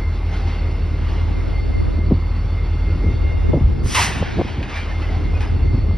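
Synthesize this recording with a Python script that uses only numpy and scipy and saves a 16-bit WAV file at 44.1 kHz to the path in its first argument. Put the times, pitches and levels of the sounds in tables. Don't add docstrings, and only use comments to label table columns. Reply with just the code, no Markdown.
import sys
import numpy as np
from scipy import signal
from scipy.fft import rfft, irfft, next_fast_len
from scipy.io import wavfile
from scipy.ndimage import uniform_filter1d, minimum_filter1d

SR = 44100
rng = np.random.default_rng(int(sys.argv[2]) if len(sys.argv) > 2 else 0)


def store_pcm(level_fs):
    pcm = np.round(np.clip(level_fs, -1, 1) * 32767).astype(np.int16)
    wavfile.write(sys.argv[1], SR, np.atleast_2d(pcm).T)


N = 263277

# time_s, speed_rpm
CRANK_SPEED = [(0, 317.8), (1.5, 318.2), (3.6, 321.7), (4.8, 320.2), (5.97, 318)]
def crank_angle():
    return 2 * np.pi * np.cumsum(curve(CRANK_SPEED) / 60) / SR


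# cycles_per_turn, level_db
EXHAUST_ORDERS = [(8, -22), (9, -39), (12, -38), (13, -40), (15, -22), (16, -33), (17, -33.5), (18, -38),
                  (19, -39), (22, -47), (24, -48), (25, -46), (29, -45), (31, -43)]
# time_s, gain_db
BASS_GAIN = [(0, -0.5), (3.6, 1), (3.8, -6), (3.92, -24), (4.25, -8), (4.65, -14), (4.85, -5.5),
             (5.05, -1), (5.97, 1.5)]
def exhaust():
    strong_firing_s, stack_order = .08, 15
    angle = crank_angle()
    angle -= angle[round(strong_firing_s * SR)]
    waver, tones = wander(5.2), 0
    for order, db in EXHAUST_ORDERS:
        level = gain_of(db + .15 * np.roll(waver, order * SR // 7))
        lag = .13 * (order - stack_order) ** 2
        tones += level * np.cos(order * angle - lag + .25 * rng.standard_normal())
    return np.sqrt(2) * tones * gain_of(curve(BASS_GAIN))


# frequency_hz, density_db
ROAR_SPECTRUM = [(30, -33), (60, 9), (110, -3.5), (300, 1), (600, -7), (1300, -11.5), (1700, -17),
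                 (2150, -15), (2800, -21), (4200, -24.5), (5600, -31), (7000, -36.5), (9000, -42),
                 (11500, -48), (15000, -60.5)]
# time_s, level_db
ROAR_LEVEL = [(0, -34), (1.5, -33.5), (2, -35.5), (3.4, -34), (3.8, -37.5), (4.5, -39.5), (5, -32),
              (5.5, -34), (5.97, -36.5)]
# pitch_hz, bandwidth_hz, gain_db
CASING_MODES = [(2150, 96, -28), (2756, 330, -26.5), (3500, 200, -30), (5390, 370, -36.5)]
def roar():
    noise = coloured(ROAR_SPECTRUM, patchy_db=1.5)
    rings = resonances(noise, CASING_MODES, passes=2)
    return (noise + rings) * gain_of(curve(ROAR_LEVEL) + .73 * wander(7.1))


# time_s, level_db
WHINE_CHIRPS = [(.05, -38), (.22, -48), (.35, -38), (.5, -42), (.63, -42), (.75, -44), (.95, -44.5),
                (1.08, -45), (1.2, -40), (1.38, -41.5), (1.58, -36.5), (1.76, -37.5), (2.0, -39.5),
                (2.25, -48.5), (2.6, -39), (2.75, -44), (2.89, -37.5), (3.07, -36), (3.29, -32),
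                (3.43, -42), (3.54, -37.5), (4.45, -41), (4.73, -35), (4.94, -36), (5.08, -43), (5.29, -39),
                (5.46, -43), (5.7, -40), (5.921, -40)]
# time_s, level_db
UPPER_WHINE_LEVEL = [(0, -54), (.3, -57), (.55, -52), (.72, -58), (1.28, -59), (1.45, -55.5), (1.78, -53),
                     (1.9, -60), (2.2, -56.5), (2.55, -55.5), (2.72, -58), (2.88, -54), (3.05, -57),
                     (3.16, -52.5), (3.45, -60), (4.8, -56), (5.55, -58), (5.7, -52.5), (5.97, -55)]
def whines():
    blower_hz, steady_db, chirp_s = 2101, -53, .036
    angle = blower_hz * crank_angle() / (curve(CRANK_SPEED).mean() / 60)
    chirps = swells(*np.transpose(WHINE_CHIRPS), chirp_s, chirp_s)
    chirps = uniform_filter1d(chirps, size=round(.08 * SR))
    level = np.hypot(gain_of(steady_db), chirps)
    flutter = unit_rms(gain_of(2.2 * wander(45)))
    out = np.sqrt(2) * level * flutter * np.sin(angle + .45 * wander(25))
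    for ratio, db in (.4, -57), (2.126, curve(UPPER_WHINE_LEVEL)):
        flutter = gain_of(3.2 * wander(16))
        out += gain_of(db) * unit_rms(flutter * np.sin(ratio * angle + 1.2 * wander(18)))
    return out


# time_s, level_db, hiss_share
VALVE_BLAST = [(3.825, -64, 0.93), (3.84, -48, 0.99), (3.87, -34.5, 0.93), (3.945, -26, 0.7),
               (3.949, -17.5, 0.3), (3.99, -15.5, 0.04), (4.04, -19.5, 0.4), (4.07, -25, 0.4),
               (4.12, -32.5, 0.1), (4.2, -39.5, 0.2), (4.3, -91, 0.2)]
# frequency_hz, density_db
RUSH_SPECTRUM = [(300, -17.5), (700, -8.5), (900, -0.5), (1150, -1.5), (1500, -8), (2000, -10), (2300, -9),
                 (2720, -4.5), (3300, -10), (5500, -14.5), (7500, -14), (12000, -33), (15000, -38.5)]
# frequency_hz, density_db
HISS_SPECTRUM = [(300, -20.5), (1300, -5.5), (2800, -5), (4200, -5), (5800, -2), (9000, -9), (12000, -18.5),
                 (15000, -28)]
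# pitch_hz, bandwidth_hz, gain_db
PIPE_MODES = [(2690, 50, -17.5), (2010, 130, -7.5)]
# time_s, level_db
VALVE_PUFFS = [(.35, -54.5), (4.77, -47.5), (5.415, -50)]
def air_valve():
    level_db, hiss_share = curve(VALVE_BLAST)
    level = gain_of(level_db) * (level_db > -60)
    rush = coloured(RUSH_SPECTRUM, patchy_db=-.5)
    rush = unit_rms(rush + resonances(rush, PIPE_MODES))
    puffs = swells(*np.transpose(VALVE_PUFFS), rise_s=.015, fall_s=.047)
    hiss = (np.sqrt(hiss_share) * level + puffs) * coloured(HISS_SPECTRUM, patchy_db=1.5)
    return (hiss + np.sqrt(1 - hiss_share) * level * rush) * gain_of(.25 * wander(60))


# time_s, pitch_hz, level_db
HOOT_GLIDE = [(3.944, 1216, -60), (3.949, 1182, -23.5), (3.966, 1102, -36), (3.977, 1004, -20),
              (3.993, 980, -21.5), (4.005, 925, -26), (4.05, 900, -60)]
def pipe_hoot():
    hz, db = curve(HOOT_GLIDE)
    phase = 2 * np.pi * np.cumsum(hz) / SR + .8 * wander(60)
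    return np.sqrt(2) * gain_of(db) * (db > -59) * np.sin(phase)


# frequency_hz, density_db
SCRAPE_AND_ECHO_SPECTRUM = [(300, -18.5), (800, 5.5), (1200, -2.5), (1800, 0), (2700, -2), (3800, -9),
                            (5500, -14), (8000, -27.5), (15000, -53)]
# time_s, level_db, rise_s, fall_s
SCRAPE_AND_ECHO_SWELLS = [(.34, -37.5, .04, .15), (.475, -35.5, .015, .13), (1.1, -40, .15, .3),
                          (4.05, -28, .05, .45), (4.48, -35.5, .015, .08), (4.629, -33.5, .003, .035),
                          (4.7, -34.5, .02, .1), (4.77, -30.5, .06, .1), (4.9, -42, .01, .1),
                          (5.022, -39, .004, .06), (5.12, -39, .08, .13), (5.408, -32.5, .003, .08)]
# start_s, pitch_hz, level_db, length_s
SLIP_SQUEAKS = [(.307, 6300, -60, .13), (0.324, 1465, -42, .07), (.37, 790, -42, 0.19),
                (.47, 3830, -52, 0.097), (.56, 797, -46, .06), (.98, 4134, -60, 0.55),
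                (1.0, 2860, -50, 0.36), (2.906, 3670, -57, 0.89), (2.658, 2790, -54, 0.22),
                (3.168, 2780, -53, 0.44), (4.05, 2744, -44, 0.34), (4.276, 4130, -52, 0.17),
                (4.7, 1205, -39, 0.066), (4.72, 2340, -37, 0.18), (4.761, 1806, -35, 0.035),
                (4.811, 3220, -42, 0.046), (4.894, 1790, -39, 0.057), (5.016, 2010, -39, 0.06),
                (5.02, 2630, -43, .05), (5.082, 2040, -37, .025), (5.09, 754, -36, 0.11),
                (5.34, 2480, -40, 0.058), (5.402, 5233, -54, 0.059), (5.448, 5013, -52, 0.065)]
def scrapes_and_echo():
    level = np.hypot(gain_of(-54), swells(*np.transpose(SCRAPE_AND_ECHO_SWELLS)))
    out = coloured(SCRAPE_AND_ECHO_SPECTRUM, patchy_db=2) * level * gain_of(.25 * wander(59))
    slip = wander(50)
    for start_s, hz, db, length_s in SLIP_SQUEAKS:
        t = np.arange(round(length_s * SR)) / SR
        at = slice(round(start_s * SR), round(start_s * SR) + len(t))
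        envelope = np.sin(np.pi * (t / length_s) ** .7) ** 2
        out[0, at] += np.sqrt(2) * gain_of(db) * envelope * np.sin(2 * np.pi * hz * t + .8 * slip[at])
    return out


# start_s, peak_db
STEEL_KNOCKS = [(.47, -35.5), (4.474, -31.5), (4.629, -21.5), (4.691, -30.5), (4.764, -22.5), (4.898, -33),
                (5.02, -27.5), (5.406, -27.5)]
# pitch_hz, level_db, t60_s
STEEL_MODES = [(1810, 0.5, 0.059), (2520, -0.5, .04), (2760, 0, 0.042), (2980, 0, .04), (3320, -7.5, 0.056),
               (4120, -8, .04), (4840, -16.5, 0.019)]
def knocks():
    t, out = np.arange(4096)[:, None] / SR, np.zeros(N)
    hz, mode_db, t60_s = np.transpose(STEEL_MODES)
    for start_s, db in STEEL_KNOCKS:
        struck_db = mode_db + 2.5 * rng.standard_normal(len(hz))
        blow = (gain_of(struck_db - 60 * t / t60_s) * np.sin(2 * np.pi * hz * t)).sum(1)
        out[round(start_s * SR):][:4096] += gain_of(db) * blow / abs(blow).max()
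    return out


# time_s, alike_db, opposed_db
BREEZE_LEVEL = [(0, -40, -50.5), (.5, -31.5, -44), (1.0, -32.5, -35), (1.4, -32.5, -28), (1.8, -48, -24),
                (2.2, -29.5, -36), (2.6, -34, -44), (3.0, -29, -38.5), (3.35, -50.5, -27), (3.75, -24, -25),
                (4.1, -28.5, -36), (4.4, -32, -29), (4.6, -43, -41), (5.0, -44, -37), (5.2, -26.5, -31.5),
                (5.6, -28, -30), (5.97, -28.5, -33.5)]
# time_s, gust_db, heave_db, nominal_width_s
GUSTS_AND_BLIPS = [(1.0, -30, -46, 0.2), (1.99, -23, -26, .02), (2.122, -20.5, -24.5, 0.11),
                   (3.09, -19.5, -15.5, 0.08), (3.43, -43, -23, 1.65), (3.56, -12, -13, 0.0026),
                   (3.585, -21, -19, -0.08), (3.639, -27, -20, -0.08), (3.821, -13.5, -17, -0.08),
                   (3.86, -28, -7, -0.0355), (4.04, -15, -39, 0), (4.16, -24.5, -42, 0.1),
                   (4.217, -24, -13.5, -0.05), (4.395, -18.5, -35, 0.05), (4.62, -23, -40, 0.14),
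                   (5.66, -23.5, -13, 0.04), (5.748, -12.5, -16, 0.0143), (5.84, -25.5, -15, 0.04),
                   (5.911, -22, -15, 0)]
# frequency_hz, density_db
GUST_SPECTRUM = [(28, -46.5), (45, -7), (70, 10.5), (110, 4), (200, -4), (400, -10.5), (900, -39),
                 (2500, -110)]
HEAVE_SPECTRUM = [(28, -58), (42, -19), (60, -1), (85, -1), (115, -13), (200, -39), (600, -110)]
EDDY_SPECTRUM = [(12, -48.5), (20, -19), (59, -1), (86, -2), (327, -10), (454, -13.5), (519, -17.5),
                 (667, -19.5), (2000, -47.5), (2600, -80.5), (4400, -120)]
def wind():
    alike_db, opposed_db = curve(BREEZE_LEVEL)
    time_s, gust_db, heave_db, nominal_width_s = np.transpose(GUSTS_AND_BLIPS)
    flanks = nominal_width_s, .59 * nominal_width_s
    lumpy_breeze = gain_of(alike_db + 3 * wander(13))
    deep_breeze = gain_of(opposed_db + 2.5 + curve(BASS_GAIN))
    gusts = np.hypot(lumpy_breeze, swells(time_s, gust_db, *flanks))
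    heaves = np.hypot(deep_breeze, swells(time_s, heave_db, *flanks))
    alike = coloured(GUST_SPECTRUM)[0] * gusts + coloured(HEAVE_SPECTRUM)[0] * heaves + buffets()
    opposed = coloured(EDDY_SPECTRUM)[0] * unit_rms(gain_of(4 * wander(25))) * gain_of(opposed_db)
    lowpass = signal.butter(4, 1500, fs=SR, output="sos")
    return signal.sosfilt(lowpass, [alike + opposed, alike - opposed])


# start_s, peak_db, final_pitch_hz, time_scale_s
WIND_BUFFETS = [(1.976, -22, 198, 0.016), (2.107, -9.5, 245, 0.015), (2.116, -1.5, 124.7, 0.016),
                (3.036, -20.5, 228, 0.014), (3.523, -12, 121.5, 0.015), (3.531, -8.5, 321, 0.013),
                (3.553, -15, 262, 0.0163), (3.543, -8, 74, 0.023), (3.555, -8, 62.4, .028),
                (3.571, -12, 223, 0.012), (3.609, -12, 111, 0.013), (3.628, -7.5, 59, .03),
                (3.675, -21, 109, 0.018), (3.715, -14.5, 53, 0.053), (3.828, -7.5, 66.6, 0.05),
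                (4.204, -15, 155, 0.016), (4.225, -11, 288, 0.0044), (4.367, -14.5, 198, 0.022),
                (4.387, -10.5, 333.6, 0.0151), (4.412, -9.5, 420, 0.0058), (4.447, -20, 230, 0.0085),
                (4.57, -19.5, 197, 0.014), (4.603, -22.5, 279, 0.022), (5.094, -25, 287, 0.018),
                (5.744, -23, 192, 0.023), (5.776, -16, 177, 0.017), (5.882, -18.5, 140, 0.023)]
def buffets():
    out = np.zeros(N)
    for start_s, db, hz, scale_s in WIND_BUFFETS:
        age = np.arange(4096) / SR / scale_s
        falling_hz = hz * (1 + 1.603 * np.exp(-age / .23))
        tumble = np.sin(2 * np.pi * np.cumsum(falling_hz) / SR)
        band = signal.butter(3, [.41 * hz, 2.005 * hz], "band", fs=SR, output="sos")
        roughness = unit_rms(signal.sosfilt(band, rng.standard_normal(8192))[4096:])
        pulse = (tumble + .55 * roughness) * age * np.exp(-2.5 * age)
        part = out[round(start_s * SR):][:4096]
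        part += gain_of(db) * pulse[:len(part)] / abs(pulse).max()
    return out


# frequency_hz, lead_half_turns
PORT_LEAD = [(100, 0), (860, -.1), (1200, -.03), (3400, .05), (4500, .18), (5100, .06), (5800, .3),
             (6950, 1), (7750, 1), (9000, 1.55), (9750, 2), (11300, 2), (12400, 3), (14200, 3),
             (15000, 3.4)]
# frequency_hz, lead_half_turns
SIDE_LEAD = [(1400, -.04), (2050, 0), (2600, .2), (3250, .07), (4000, .04), (5000, 0)]
# frequency_hz, likeness_ratio
PORT_LIKENESS = [(60, 0.78), (300, 0.97), (700, 0.95), (1300, 0.9), (2000, 0.97), (3000, 1), (4500, 1),
                 (5300, 0.98), (6200, 0.97)]
TREBLE_LIKENESS = [(6900, 1), (8000, 1), (8800, .85), (9700, 1), (15000, 1)]
# frequency_hz, left_minus_right_db
PORT_BALANCE = [(170, 0), (490, -1.), (1200, -1.5), (2500, -.3), (5000, 0), (15000, 0)]
def ports(direct, scattered, aside):
    pad = 2048
    size = next_fast_len(N + 2 * pad)
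    hz = np.fft.rfftfreq(size, 1 / SR)
    likeness = spectrum_at(PORT_LIKENESS + TREBLE_LIKENESS, hz)
    lead = spectrum_at(PORT_LEAD, hz) + aside * spectrum_at(SIDE_LEAD, hz)
    half_shift = gain_of(spectrum_at(PORT_BALANCE, hz) / 2) * np.exp(.5j * np.pi * lead)
    common, apart = rfft(padded([direct, scattered], pad), size)
    common *= np.sqrt((1 + likeness) / 2)
    apart *= np.sqrt((1 - likeness) / 2)
    return irfft([(common + apart) * half_shift, (common - apart) / half_shift], size)[:, pad:N + pad]


def gain_of(db):
    return 10 ** (np.asarray(db) / 20)


def unit_rms(x):
    return x / np.sqrt(np.mean(np.abs(x) ** 2) + 1e-20)


def padded(pair, samples):
    return np.pad(pair, [(0, 0), (samples, samples)], "reflect", reflect_type="odd")


def spectrum_at(points, hz):
    point_hz, value = np.transpose(points)
    return np.interp(np.log(hz + 1), np.log(point_hz + 1), value)


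def curve(rows):
    time_s, *columns = np.transpose(rows)
    return np.squeeze([np.interp(np.arange(N) / SR, time_s, column) for column in columns])


def wander(hz):
    return unit_rms(signal.lfilter(*signal.butter(2, 2 * hz / SR), rng.standard_normal(N + SR))[SR:])


def coloured(spectrum, patchy_db=0):
    hz = np.fft.rfftfreq(2048, 1 / SR)
    a, b, c, d, patches = rng.standard_normal((N // 512 + 5, 1025, 5)).T
    patches = unit_rms(uniform_filter1d(uniform_filter1d(patches, 16, 0), 6, 1))
    shape = gain_of(spectrum_at(spectrum, hz)[:, None] + patchy_db * patches)
    frames = np.array([a + 1j * b, c + 1j * d]) * shape
    return unit_rms(signal.istft(frames, nperseg=2048, noverlap=1536)[1][:, :N])


def resonances(noise, modes, passes=1):
    out = 0
    for hz, width_hz, db in modes:
        rung = noise
        for _ in range(passes):
            rung = signal.lfilter(*signal.iirpeak(hz, hz / width_hz, SR), rung)
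        out += gain_of(db) * unit_rms(rung)
    return out


def swells(time_s, db, rise_s, fall_s):
    late_s = np.arange(0, N, 32)[:, None] / SR - time_s
    down_db = 10 * np.maximum(late_s / np.maximum(fall_s, 1e-3), -late_s / np.maximum(rise_s, 1e-3))
    power = (gain_of(db - down_db) ** 2).sum(1)
    return np.repeat(np.sqrt(power), 32)[:N]


def scene():
    engine_direct, engine_scattered = roar()
    yard_direct, yard_scattered = air_valve() + scrapes_and_echo()
    yard_scattered *= gain_of(6)
    yard = ports(yard_direct + knocks() + pipe_hoot(), yard_scattered, aside=True)
    engine = ports(engine_direct + whines(), engine_scattered, aside=False)
    return engine + yard + exhaust() + wind()


def record(dry):
    ceiling, span, cutoff_hz = .88, round(.012 * SR), 15150
    safe_gain = np.minimum(ceiling / (abs(dry).max(0) + 1e-9), 1)
    limited = dry * uniform_filter1d(minimum_filter1d(safe_gain, size=2 * span), size=span)
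    lowpass = signal.firwin(511, cutoff_hz, window=("kaiser", 9), fs=SR)
    return signal.oaconvolve(padded(limited, 255), lowpass[None], "valid")


dry = scene()
out = record(dry)
store_pcm(out)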